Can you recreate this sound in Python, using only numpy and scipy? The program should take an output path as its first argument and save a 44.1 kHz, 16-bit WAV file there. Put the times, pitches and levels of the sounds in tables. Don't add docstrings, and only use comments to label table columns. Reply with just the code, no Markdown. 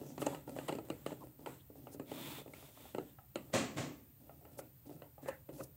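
import sys
import numpy as np
from scipy import signal
from scipy.fft import rfft, irfft
from scipy.io import wavfile
from scipy.ndimage import uniform_filter1d

SR = 44100
rng = np.random.default_rng(int(sys.argv[2]) if len(sys.argv) > 2 else 0)


def wav_record(signal):
    frames = np.transpose(np.atleast_2d(signal))
    bounded = np.clip(frames, -1, 1)
    quanta = np.round(bounded * 32767).astype(np.int16)
    wavfile.write(sys.argv[1], SR, quanta)


N = 254016
TIME = np.arange(N) / SR

# start/s, length/s, relative grumble/dB, relative hiss/dB
PART_RUBS = [(-0.02, 0.19, -52.5, -71.5), (0.187, 0.15, -49, -57.5), (0.46, 0.12, -50, -72),
             (0.548, 0.2, -61.5, -61.5), (0.836, 0.21, -60, -69.5), (1.05, 0.07, -59, -62),
             (1.191, 0.058, -55, -87), (1.378, 0.099, -58, -79), (1.453, 0.088, -56, -63.5),
             (1.748, 0.2, -60, -85), (2.93, 0.17, -62.5, -71.5), (3.339, 0.18, -60, -74),
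             (4.19, 0.28, -64.5, -90), (4.504, 0.15, -59, -78), (4.849, 0.11, -56, -82),
             (5.211, 0.094, -56, -67.5), (5.52, 0.085, -53, -73)]
BOX_SLIDES = [(2.044, 0.36, -51, -52.5), (2.486, 0.21, -61.5, -65), (2.699, 0.22, -62, -65)]


def gain_of(db):
    return 10 ** (np.asarray(db) / 20)


def unit_level(x):
    return x / np.sqrt(np.mean(x ** 2) + 1e-20)


def look_up(points, hz):
    f, value = np.transpose(points)
    return np.interp(np.log(hz + 1), np.log(f), value)


def coloured(x, spectrum):
    size = 4096
    log_gain = np.log(gain_of(look_up(spectrum, abs(np.fft.fftfreq(size, 1 / SR)))))
    response = np.fft.ifft(np.exp(np.conj(signal.hilbert(log_gain)))).real
    return signal.oaconvolve(x, response[:size // 2])[:len(x)]


def add(mix, s, sound):
    part = mix[max(round(s * SR), 0):][:len(sound)]
    part += sound[:len(part)]


def swell(s, half_s):
    return np.exp(-((TIME - s) / half_s) ** 2 / 2)


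def grains(per_s, spread_db):
    size = gain_of(spread_db * np.minimum(rng.exponential(1, N), 4))
    return size * rng.choice([-1., 1.], N) * (rng.random(N) < per_s / SR)


def band_noise(centre_hz, width):
    hz = np.fft.rfftfreq(N, 1 / SR)
    bell = np.exp(-(np.log((hz + 1) / centre_hz) / width) ** 2)
    return unit_level(irfft(rfft(rng.standard_normal(N)) * bell, N))


def fuzzy_tone(hz, width_hz):
    off_hz = np.fft.rfftfreq(N, 1 / SR) - hz
    return unit_level(irfft(rfft(rng.standard_normal(N)) / (1 + (2 * off_hz / width_hz) ** 2), N))


def room(x, build_s, fade_scale=1):
    # f/Hz, time to fall 60 dB/s
    fade_times = [(100, 1), (300, 0.54), (550, 0.4), (1000, 0.42), (3000, 0.42), (8000, 0.4),
                  (15000, 0.042)]
    size = SR // 2
    hz, t, bands = signal.stft(rng.standard_normal(size), SR, nperseg=256)
    fade = gain_of(-60 * t / (fade_scale * look_up(fade_times, hz)[:, None]))
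    tail = signal.istft(bands * fade, SR, nperseg=256)[1][:size]
    tail *= 1 - np.exp(-(TIME[:size] / build_s) ** 2)
    return signal.fftconvolve(x, tail / np.linalg.norm(tail))[:N]


def background(air_db=-61.5, hum_hz=132, hum_db=-70, wander_hz=6, fuzz_db=2):
    # f/Hz, relative level/dB
    air_colour = [(30, -31), (60, -1), (125, -2.5), (200, -14), (280, -19.5), (600, -26.5), (1200, -30.5),
                  (3000, -33.5), (6000, -36.5), (8300, -30.5), (9700, -39), (11500, -30.5), (15000, -19.5)]
    # f/Hz, level/dB
    whines = [(8958, -86), (11946, -79), (13308, -88), (13512, -86), (14901, -79)]
    out = gain_of(air_db) * unit_level(coloured(rng.standard_normal(N), air_colour))
    for hz, db in whines:
        wander = wander_hz * unit_level(uniform_filter1d(rng.standard_normal(N), size=2000))
        tone = unit_level(np.sin(2 * np.pi * np.cumsum(hz + wander) / SR))
        out += gain_of(db) * (tone + gain_of(fuzz_db) * fuzzy_tone(hz, width_hz=220))
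    return out + gain_of(hum_db) * fuzzy_tone(hum_hz, width_hz=21)


def clatter(direct_db=-3, room_db=-1, thump_hz=132, thump_s=0.035, parts=6):
    # t/s, relative level/dB, rise/s, fade/s, thump level/dB
    hits = [(3.522, -30.7, 0.018, 0.034, -43), (3.758, -36.5, 0.015, 0.028, -43.5)]
    # f/Hz, relative level/dB
    rattle_colour = [(35, -53), (60, -14), (129, -17), (204, -8), (289, 2), (408, -6), (526, -1.5),
                     (1030, -14), (1100, -7), (1390, -15.5), (2060, -13), (5300, -22), (7500, -18.5),
                     (9670, -30), (15000, -35)]
    out = np.zeros(N)
    for _ in range(parts):
        rattle = unit_level(coloured(grains(per_s=600, spread_db=4.5), rattle_colour))
        shake = np.zeros(N)
        for s, db, rise_s, fade_s, _ in hits:
            age = np.maximum(TIME - s, 0)
            rise = np.minimum(age / rise_s, 1) ** 2
            fade = np.exp(-np.maximum(age - rise_s, 0) / fade_s)
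            shake += gain_of(db) * rattle * rise * fade
        echo = gain_of(room_db) * room(shake, build_s=0.0013)
        out += (gain_of(direct_db) * shake + echo) / np.sqrt(parts)
    thump = band_noise(thump_hz, width=0.33)
    for s, *_, thump_db in hits:
        age = np.maximum(TIME - s, 0) / thump_s
        out += gain_of(thump_db) * thump * age * np.exp(1 - age)
    return out


def string_swishes():
    # t/s, level/dB, half length/s
    swishes = [(0.219, -51, 0.01), (0.683, -51.5, 0.0021), (1.936, -57.5, 0.012), (2.61, -66, 0.087),
               (2.85, -68, 0.1), (4.593, -52, 0.0088), (5.287, -53.5, 0.006), (5.605, -62, 0.04),
               (5.639, -54, 0.0043)]
    loudness = sum(gain_of(db) * swell(s, half_s) for s, db, half_s in swishes)
    return band_noise(centre_hz=9050, width=0.89) * loudness


def finger_chafes():
    # t/s, level/dB, f/Hz, half length/s
    chafes = [(0.094, -66, 6340, 0.033), (0.267, -40, 7050, 0.002), (0.335, -50.5, 915, 0.012),
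              (1.222, -55, 920, 0.0092), (1.498, -67, 1080, 0.033), (1.605, -69.5, 3330, 0.01),
              (2.814, -75, 3240, 0.086), (3.096, -75.5, 3260, 0.028), (5.306, -55.5, 1760, 0.033),
              (5.611, -51, 1260, 0.003)]
    return sum(gain_of(db) * band_noise(hz, width=0.22) * swell(s, half_s)
               for s, db, hz, half_s in chafes)


def box_ring(size, detune=0.066, air_hz=255, damping=0.96):
    # f/Hz, relative level/dB, time to fall 60 dB/s
    tones = [(147.6, 0.5, 0.14), (191, -3, 0.098), (310, 3, 0.071), (415, 6, 0.044), (552, 17.5, 0.013),
             (805, 2, 0.026), (1278, -2, 0.031), (1863, 1, 0.006), (2780, 3, 0.0054), (4350, 4, 0.0028),
             (7870, 14.5, 0.0017)]
    t, hz = TIME[:size], np.fft.rfftfreq(size, 1 / SR)
    ring = np.zeros(size)
    for f, db, fade_s in tones:
        pitch_hz = f * (1 + detune * rng.standard_normal())
        ring += gain_of(db - 60 * t / fade_s) * np.sin(2 * np.pi * pitch_hz * t)
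    ratio = 1j * hz / air_hz
    return rfft(ring) * ratio ** 2 / (ratio ** 2 + damping * ratio + 1)


def rubbing(strokes, surface, grumble_db, hiss_db, room_db, rise_s, fade_s, ease_db, arch_db):
    # f/Hz, relative level/dB
    grumble_colour = [(50, -22), (80, -21), (135, 12), (205, -2.5), (275, 11.5), (450, -8), (600, -1.5),
                      (900, -13), (1300, -41), (3000, -25)]
    catches = signal.oaconvolve(grains(per_s=45, spread_db=5.5), irfft(box_ring(size=8192)))[:N]
    slips = coloured(grains(per_s=700, spread_db=2.5), grumble_colour)
    coarse = unit_level(unit_level(slips) + gain_of(-7) * unit_level(catches))
    texture = unit_level(grains(per_s=7400, spread_db=1))
    snags = gain_of(-13) * unit_level(grains(per_s=14, spread_db=8))
    fine = unit_level(coloured(texture + snags, surface))
    out = np.zeros(N)
    for start, length, grumble, hiss in strokes:
        age = TIME - start
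        contact = np.clip(age / rise_s, 0, 1) * np.exp(-np.maximum(age - length, 0) / fade_s)
        progress = np.clip(age / length, 0, 1)
        out += contact * coarse * gain_of(grumble + grumble_db + ease_db * (1 - progress))
        out += contact * fine * gain_of(hiss + hiss_db - arch_db * (2 * (progress - 0.66)) ** 2)
    return out + gain_of(room_db) * room(out, build_s=0.00083)


def rubbing_parts():
    # f/Hz, relative level/dB
    wood = [(400, -16.5), (900, 4.5), (1300, 0), (1900, -0.5), (2800, -5), (3500, -1.5), (4600, -11),
            (5800, -11.5), (7900, 1), (10000, -11.5), (12500, -0.5), (15500, -27)]
    return rubbing(PART_RUBS, wood, grumble_db=-5.5, hiss_db=-1.5, room_db=-8,
                   rise_s=0.018, fade_s=0.037, ease_db=7, arch_db=0)


def sliding_box():
    # f/Hz, relative level/dB
    cardboard = [(500, -26), (900, 5.5), (1300, 0.5), (1650, -3), (2100, 3), (2800, 1), (3150, 1.5),
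                 (3500, 6.5), (3900, 0), (4600, -6), (5800, -9.5), (7900, -3.5), (10000, -8.5),
                 (15500, -0.5)]
    return rubbing(BOX_SLIDES, cardboard, grumble_db=-2, hiss_db=3.5, room_db=-14.5,
                   rise_s=0.07, fade_s=0.016, ease_db=2.5, arch_db=7)


def creaks(jitter=0.0843, soft_hz=2200, room_db=-12):
    # t/s, level/dB, slip rate/Hz, half length/s
    runs = [(0.27, -29.5, 780, 0.002), (0.278, -41.5, 145, 0.016), (0.687, -35.5, 940, 0.0027),
            (1.127, -42, 207, 0.0047), (4.594, -46, 540, 0.004), (5.291, -38, 530, 0.0066),
            (5.498, -49, 500, 0.0067), (5.605, -44, 550, 0.0088)]
    size = 8192
    t, hz = TIME[:size], np.fft.rfftfreq(size, 1 / SR)
    out = np.zeros(N)
    for s, db, per_s, half_s in runs:
        wobble = unit_level(uniform_filter1d(rng.standard_normal(size), size=100))
        slip_count = np.cumsum(per_s * (1 + jitter * wobble)) / SR
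        slips = np.diff(np.floor(slip_count), prepend=0)
        voice = unit_level(irfft(rfft(slips) * box_ring(size) / (1 + 1j * hz / soft_hz)))
        bell = np.exp(-((t - t.mean()) / half_s) ** 2 / 2)
        add(out, s - t.mean(), gain_of(db) * voice * bell)
    return out + gain_of(room_db) * room(out, build_s=0.0017, fade_scale=0.7)


def knock(levels_db, grit, drag_s=0.0019, travel_s=0.001946, soft_hz=2500, rough_hz=1300):
    bands = [340, 780, 2400, 7500]
    size = 8192
    t, hz = TIME[:size], np.fft.rfftfreq(size, 1 / SR)
    grating = rfft(grit * rng.standard_normal(size) * np.sqrt(t / drag_s) * np.exp(-t / drag_s))
    blow = 1 / (1 + hz / soft_hz) + grating * hz ** 2 / (hz ** 2 + rough_hz ** 2)
    chirp = np.exp(-4j * np.pi * travel_s * np.sqrt(500 * hz))
    echo = 0.066 * np.exp(-2j * np.pi * hz * 0.00727) / (1 + (hz / 1200) ** 2)
    spectrum = box_ring(size) * blow * chirp * (1 + echo)
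    shares = [look_up(np.c_[bands, row], hz) for row in np.eye(len(bands))]
    energy = np.array([np.sum(irfft(spectrum * share) ** 2) for share in shares])
    energy_db = 10 * np.log10(energy / (SR / 100))
    return coloured(irfft(spectrum), np.c_[bands, levels_db - energy_db])


def faint_slips(per_s=7, scatter_db=2.5):
    rows = []
    for start, length, grumble_db, _ in PART_RUBS + BOX_SLIDES:
        count = int(per_s * length + rng.random())
        for s in start + length * rng.random(count):
            weight, hardness = scatter_db * rng.standard_normal(2)
            rows.append((s, grumble_db - 3.5, weight - 2, hardness - 9))
    return rows


def crane_joints(thud_db=-2, knock_db=-3, click_db=-13, tick_db=-25.5, loud_db=-35):
    # t/s, strength/dB, weight behind it/dB, hardness of the contact/dB
    slips = [(0.0128, -58.5, 13.5, 0.5), (0.178, -47.5, 3.5, 6), (0.217, -42, 2.5, 6), (0.2239, -41, 1, 3),
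             (0.2636, -48, 13, 10), (0.2659, -33.5, -8, -17), (0.3456, -45.5, -3, 6),
             (0.4756, -48, -1.5, -9), (0.5624, -46, -1, -4), (0.5862, -43.5, 1, 4), (0.6849, -39.5, -9, -5),
             (0.691, -42, 2.5, 9.5), (0.697, -41.5, 1, -12), (0.7237, -43.5, 6.5, 4),
             (0.7509, -54, 12, 8.5), (0.7848, -45.5, 4, -0.5), (0.9006, -43.5, 7.5, 7.5),
             (1.062, -41.5, 5, 8), (1.1054, -47.5, -14, -3), (1.1168, -53.5, 12.5, 0),
             (1.4601, -48, -4, 9.5), (1.4704, -39, -11.5, -18), (1.699, -63, 12, -12),
             (1.7545, -60.5, 5.5, -13), (1.869, -49, -7, -0.5), (1.9445, -58.5, 11.5, -2),
             (1.9961, -48.5, 8, 2), (2.1157, -47, 3.5, 1), (2.459, -51.5, -2, -20), (2.477, -60, 10.5, 4),
             (2.535, -57, 0, 15.5), (2.625, -57.5, -8, 4), (2.7727, -51.5, -25, -12),
             (2.8525, -52, -16, -12), (2.9471, -42.5, 4, 1), (2.982, -40, 3.5, -1.5),
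             (3.185, -53, -33, -3.5), (3.356, -41, 4.5, 9), (4.2934, -49.5, -15, -8.5),
             (4.4506, -54.5, -7, -1), (4.589, -47.5, -5, 2.5), (4.8934, -55, 3, -8),
             (4.9102, -55.5, 5, -13), (5.019, -49.5, -6, 1), (5.179, -51.5, -16, -13),
             (5.2577, -47.5, -3, -5), (5.2846, -40, -11, 4), (5.489, -52.5, 6, -4), (5.6032, -50.5, 6, -2)]
    out = np.zeros(N)
    for s, db, weight, hardness in slips + faint_slips():
        tick = tick_db + hardness + 0.62 * weight
        levels_db = db + np.array([thud_db + weight, knock_db, click_db + hardness, tick])
        add(out, s, knock(levels_db, grit=0.46))
        smooth = knock(levels_db, grit=0)
        room_db = -10 + 0.26 * (loud_db - levels_db.max())
        add(out, s, gain_of(room_db) * room(smooth, build_s=0.0018, fade_scale=0.59))
    return out


def scene():
    toy = crane_joints() + creaks() + rubbing_parts() + sliding_box()
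    handling = string_swishes() + finger_chafes()
    return (toy + handling + clatter() + background())[None]


def record(dry, low_hz=55, high_hz=15800):
    thinned = signal.sosfilt(signal.butter(4, low_hz, "high", fs=SR, output="sos"), dry)
    treble_cut = signal.firwin(511, high_hz, window=("kaiser", 9), fs=SR)
    return signal.oaconvolve(thinned, treble_cut[None], "same")


dry = scene()
out = record(dry)
wav_record(out)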